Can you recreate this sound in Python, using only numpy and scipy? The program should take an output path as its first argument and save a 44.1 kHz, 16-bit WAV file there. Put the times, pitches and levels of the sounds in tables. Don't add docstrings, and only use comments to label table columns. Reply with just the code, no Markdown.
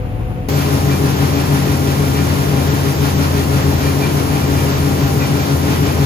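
import sys
import numpy as np
from scipy import signal
from scipy.fft import rfft, irfft
from scipy.io import wavfile
from scipy.ndimage import map_coordinates

SR = 44100
rng = np.random.default_rng(int(sys.argv[2]) if len(sys.argv) > 2 else 0)


def waveform_to_disk(signal):
    frames = np.transpose(np.atleast_2d(signal))
    scaled = np.clip(frames, -1, 1) * 32767
    samples = np.round(scaled).astype(np.int16)
    wavfile.write(sys.argv[1], SR, samples)


def natural_amplitude(level_db):
    exponent = np.asarray(level_db, float) / 20
    return 10 ** exponent


N = 267025
TIME = np.arange(N) / SR
HZ = np.maximum(np.fft.rfftfreq(N, 1 / SR), 1)
CUT_S = 0.486
ROAR_LEAD_S, GRAIN_LEAD_S = 19.5 / SR, -13 / SR

# (frequency [Hz], density [dB per Hz])
CAB_RUMBLE = [(20, -63), (45, -42), (110, -39), (180, -49.5), (400, -57), (900, -64.5), (1500, -76.5)]
CAB_CLATTER = [(700, -6), (1200, 8.5), (2600, 8.5), (4000, -4.5), (7000, -11), (9500, -5), (11000, -6),
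               (15000, -8)]
# (frequency [Hz], level [dB rms], left-right [dB])
CAB_TONES = [(113, -30.5, 4), (501, -40, -2), (509, -43, -1), (736, -41.5, 4), (858, -56, 10),
             (44, -30.5, 1), (277, -39, 2)]
# (time [s], peak [dB], frequency [Hz], 60 dB decay [s])
CAB_KNOCK = (.208, -38, 1100, .06)
# (time [s], rumble rise [dB])
JOLTS = [
    (.02, 1),
    (.06, 3.5),
    (.21, 4),
    (.31, 4.5),
    (.38, 2.5),
]
JOLT_S, CAB_RUMBLE_DB, CAB_CLATTER_DB = 0.0097, -2, -83.5

# (frequency [Hz], density [dB per Hz])
ROAR = [(22, -82), (40, -57), (62, -49.5), (105, -40), (145, -43.5), (200, -46), (310, -46), (500, -51),
        (1000, -55.5), (1600, -60.5), (2400, -63), (4000, -67), (6000, -69.5), (8000, -82)]
# (frequency [Hz], shared share [0-1])
ROAR_ALIKE = [(60, 0.85), (130, 0.93), (300, 0.64), (700, 0.32), (1000, 0.17), (1500, 0.63), (2500, 0),
              (5000, 0.51)]
# (frequency [Hz], left-right [dB])
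ROAR_PAN = [(60, 3), (150, 2.5), (400, 6), (800, 2.5), (1300, 1), (3500, 1), (6000, -5)]
# (time [s], change [dB])
LOAD = [(.5, 0.2), (1.4, .2), (2.5, 0.2), (3.8, 0.35), (5.0, 0.27), (6.05, 0)]
LOW_FOLLOWS, GRAIN_FOLLOWS = 0.6, 0.7

# (frequency [Hz], level [dB rms], left-right [dB], phase wander [rad])
HUMS = [(71.3, -36, 1.6, .8), (187.05, -30.5, 1.5, .35), (240.5, -33, -3, 1.5), (305, -35, 3, 5.0),
        (559, -43, 3, 2.5), (794.7, -39, 3, .9), (930, -48, 5, 2.5), (1031.6, -45, -8, .8),
        (1082, -51, 14, .8), (1245, -49, 1, 4.0), (1284, -52, 1, 2.0)]
FIRING_HZ, FIRING_DB, FAR_FIRING_DB = 84.445, -22, -37
BEAT_HZ, BEAT_LEAD = 0.78, 0.31

# (frequency [Hz], density [dB per Hz])
GRAIN = [(3000, -77), (5500, -70), (7000, -71.5), (8400, -73.5), (9450, -72), (9750, -67), (10000, -68.5),
         (10500, -71), (11300, -69), (12500, -70), (12800, -65), (14100, -68), (14400, -72.5), (15200, -67)]
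# (frequency [Hz], shared share [0-1])
GRAIN_ALIKE = [(5000, .4), (7000, .45), (8000, .9), (8400, .97), (9400, .92), (9900, .5), (10500, .2),
               (11700, .6), (15000, .3)]

# (rate [turns/s], angle at time zero [turns])
AUGERS = [(6.0444, .495), (6.49, -.027)]
# (rate [turns/s], angle at time zero [turns])
IDLERS = [(3.7, -.16), (4.16, .09)]
IDLER_DB, PRESS_CHANCE_DB = 1.3, 0.5
# (frequency [Hz], width [Hz], level [dB])
TUBE = [(1290, 65, -4), (1816, 45, -6), (1960, 33, -7.5), (2380, 17.5, -1.5), (2473, 43, -4.5),
        (2630, 54, -4), (4220, 64, -4)]
# (time [s], extra force [dB])
BINDS = [(.94, 4), (1.67, 7.5), (1.9, 4), (2.18, 11), (3.05, 3), (3.37, 4), (3.85, 7), (4.04, 7.5),
         (4.33, 4), (4.58, 8), (5.21, 6), (5.38, 3), (5.71, 1), (6.02, 3)]
BIND_S, PATCH_DB = 0.03, 2.5

TEETH = 23
GEARS = [(0, 1, .475, .33, .155, .68, .065), (0, 2, -.44, .45, .135, .5, -.05),
         (0, 3, .405, .75, .22, .7, .43), (0, 10, 0, .5, 0, 1.2, 0), (1, 1, -.154, .1, 0, .1, 0)]
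# (level [dB rms], left-right [dB])
WHINE = [(-19.5, 4.5), (-24.5, 5.5), (-31, 3), (-38, 0), (-25.5, 3)]
SLACK_HZ, SLACK_RAD, SLACK_LEAD = 3.78, 0.31, 0.37

# (upper edge [Hz], then share of time heard [0-1] in
TREBLE_HEARD = [(8270, 0, 1, 1, 1), (8950, 0, 1, 0, 1), (9350, .08, .8, 1, 1), (10300, .65, .85, .85, .94),
                (10650, 1, 0, .84, .85), (11180, 1, .1, .36, .25), (11560, .1, .2, .3, .4),
                (11900, .05, .9, .25, .95), (12060, 1, .7, 1, 1), (12750, .85, 0, 1, .24),
                (13070, .97, .42, 1, 0), (13750, .95, .2, 0, 0), (14200, 1, .1, 1, 0),
                (14920, 1, 0, 1, .25), (15100, 1, .9, 1, 1), (15330, .3, .4, 0, .95), (15560, .3, 0, 0, .4),
                (SR, 0, 0, 0, 0)]


def in_time(rows):
    s, *columns = np.transpose(rows)
    return [np.interp(TIME, s, column) for column in columns]


def at_hz(points):
    hz, value = np.transpose(points)
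    return np.interp(np.log(HZ), np.log(hz), value)


def drift(rate):
    knots = rng.standard_normal(400)
    return map_coordinates(knots, [TIME * rate + 2], order=3)


def bumps(rows, width_s):
    return sum(db * np.exp(-((TIME - s) / width_s) ** 2 / 2) for s, db in rows)


def at_ports(mono, pan_db, lead_s):
    half = natural_amplitude(pan_db / 2) * np.exp(1j * np.pi * HZ * lead_s)
    return irfft(rfft(mono) * np.array([half, 1 / half]), N)


def wash(spectrum, alike, pan_db, lead_s, white):
    in_band = (HZ > 0.7 * spectrum[0][0]) * (HZ < 1.05 * spectrum[-1][0])
    colour = natural_amplitude(at_hz(spectrum)) * np.sqrt(SR / 2) * in_band
    share = np.clip(alike, 0, 1)
    direct = at_ports(irfft(rfft(white[0]) * colour * np.sqrt(share), N), pan_db, lead_s)
    sides = natural_amplitude(np.outer([0.5, -0.5], np.ones(len(HZ))) * pan_db)
    scattered = irfft(rfft(white[1:]) * colour * np.sqrt(1 - share) * sides, N)
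    return direct + scattered


def tone(hz, level_db, wander, flutter_db):
    phase = 2 * np.pi * (hz * TIME + rng.random()) + wander * drift(7)
    return np.sqrt(2) * natural_amplitude(level_db + flutter_db * drift(13)) * np.sin(phase)


def turns(auger):
    rate, start = AUGERS[auger]
    return 2 * np.pi * (rate * TIME + start)


def throb(first_db, second_db):
    return natural_amplitude(first_db * np.cos(turns(0)) + second_db * np.cos(turns(1)))


def idlers():
    return sum(np.cos(2 * np.pi * (rate * TIME + lead)) for rate, lead in IDLERS)


def knock():
    s, peak_db, hz, t60 = CAB_KNOCK
    age = np.maximum(TIME - s, 0)
    return natural_amplitude(peak_db - 60 * age / t60) * np.tanh(age / 0.004) * np.sin(2 * np.pi * hz * age)


def cab():
    rumble = wash(CAB_RUMBLE, at_hz(ROAR_ALIKE), 3.0, -12 / SR, rng.standard_normal((3, N)))
    clatter = wash(CAB_CLATTER, 0.22, 1.0, -12 / SR, rng.standard_normal((3, N)))
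    tones = sum(at_ports(tone(hz, db, 0.43, flutter_db=1.4), pan_db, 0) for hz, db, pan_db in CAB_TONES)
    jolt_db = bumps(JOLTS, JOLT_S)
    rumble = rumble * natural_amplitude(CAB_RUMBLE_DB + jolt_db)
    clatter = clatter * natural_amplitude(CAB_CLATTER_DB + 0.21 * jolt_db)
    return rumble + clatter + tones + knock()


def roar(low_db, mid_db):
    noise = wash(ROAR, at_hz(ROAR_ALIKE), at_hz(ROAR_PAN), ROAR_LEAD_S, rng.standard_normal((3, N)))
    low = irfft(rfft(noise) / (1 + (HZ / 800) ** 4), N)
    mid = (noise - low) * throb(0.69, 0.36)
    return low * natural_amplitude(low_db + 0.32 * drift(11)) + mid * natural_amplitude(mid_db + 0.86 * drift(16))


def engines():
    angle = 2 * np.pi * FIRING_HZ * TIME + 0.2 * drift(7)
    near = natural_amplitude(FIRING_DB + 0.89 * drift(9)) * np.sin(angle)
    far = natural_amplitude(FAR_FIRING_DB) * np.sin(angle - 2 * np.pi * (BEAT_HZ * TIME + BEAT_LEAD))
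    hums = sum(at_ports(tone(hz, db, wander, flutter_db=2.5), pan_db, 0.23 * ROAR_LEAD_S)
               for hz, db, pan_db, wander in HUMS)
    return at_ports(np.sqrt(2) * (near + far), 1.7, ROAR_LEAD_S) + hums


def grain(flow_db):
    hits = (rng.random((3, N)) < 16000 / SR) * rng.standard_normal((3, N))
    hiss = wash(GRAIN, at_hz(GRAIN_ALIKE), -0.25, GRAIN_LEAD_S, hits / hits.std())
    return hiss * natural_amplitude(flow_db + 0.5 * drift(12)) * throb(0.41, 0.24)


def scraping(level_db):
    out = np.zeros(N)
    press_db = IDLER_DB * idlers() + bumps(BINDS, BIND_S) + PRESS_CHANCE_DB * drift(15)
    force = natural_amplitude(level_db + press_db) * throb(3.5, 2.6)
    for hz, width, mode_db in TUBE:
        born = rng.random(N) < 1500 / SR
        patch = force * natural_amplitude(PATCH_DB * drift(12))
        strength = natural_amplitude(2.5 * np.minimum(rng.exponential(1, N), 3))
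        knocks = born * patch * strength * rng.choice([-1, 1], N)
        r = np.exp(-np.pi * width / SR)
        poles = [1, -2 * r * np.cos(2 * np.pi * hz / SR), r * r]
        out += natural_amplitude(mode_db) * signal.lfilter([0.5, 0, -0.5], poles, knocks + 1e-18)
    return at_ports(out, 1.0, ROAR_LEAD_S)


def gears():
    out = 0
    slack = SLACK_RAD * np.cos(2 * np.pi * (SLACK_HZ * TIME + SLACK_LEAD)) + 0.14 * drift(8)
    tug = 0.2 * np.cos(turns(1) + 0.86)
    for gear, (level_db, pan_db) in zip(GEARS, WHINE):
        auger, multiple, offset, depth, lead, wobble, wobble_lead = gear
        first = 1 - auger
        angle = turns(auger)
        phase = TEETH * multiple * angle + 2 * np.pi * offset
        phase = phase + wobble * np.cos(angle + 2 * np.pi * wobble_lead)
        phase = phase + slack * min(multiple, 4) * first
        swell = 1 + depth * np.cos(angle + 2 * np.pi * lead) + tug * first
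        whine = swell * natural_amplitude(level_db + 1.2 * drift(18)) * np.sqrt(2) * np.cos(phase)
        out = out + at_ports(whine, pan_db, 0.62 * ROAR_LEAD_S)
    return out


def scene():
    load_db, = in_time(LOAD)
    machines = roar(LOW_FOLLOWS * load_db, load_db + 0.27 * idlers()) + engines() + gears()
    yard = machines + grain(GRAIN_FOLLOWS * load_db) + scraping(level_db=-56.5)
    return np.where(TIME < CUT_S, cab(), yard)


def thin_treble(x):
    hz, s, frames = signal.stft([x[0] + x[1], x[0] - x[1]], SR, "cosine", nperseg=2048)
    at = np.minimum(s * SR, N - 1).astype(int)
    edges = [7580] + [row[0] for row in TREBLE_HEARD]
    common = drift(13)[at]
    at_change = abs(s - CUT_S - 0.012) < 0.012
    for low, (high, *shares) in zip(edges, TREBLE_HEARD):
        for ch in (0, 1):
            chance = 0.6 * common + drift(20 + 8 * ch)[at]
            rank = np.argsort(np.argsort(chance)) / len(s)
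            heard = rank < np.where(s < CUT_S, shares[ch], shares[2 + ch])
            frames[ch, (hz >= low) & (hz < high)] *= heard | at_change
    frames[:, hz > 15900] = 0
    total, difference = signal.istft(frames, SR, "cosine", nperseg=2048)[1][:, :N]
    return np.array([total + difference, total - difference]) / 2


def band_limit(x):
    return signal.sosfilt(signal.butter(12, 16180, fs=SR, output="sos"), x)


def record(dry):
    rounded = 1.252 * np.tanh(dry / 1.355)
    mix = thin_treble(rounded)
    return band_limit(mix)


dry = scene()
out = record(dry)
waveform_to_disk(out)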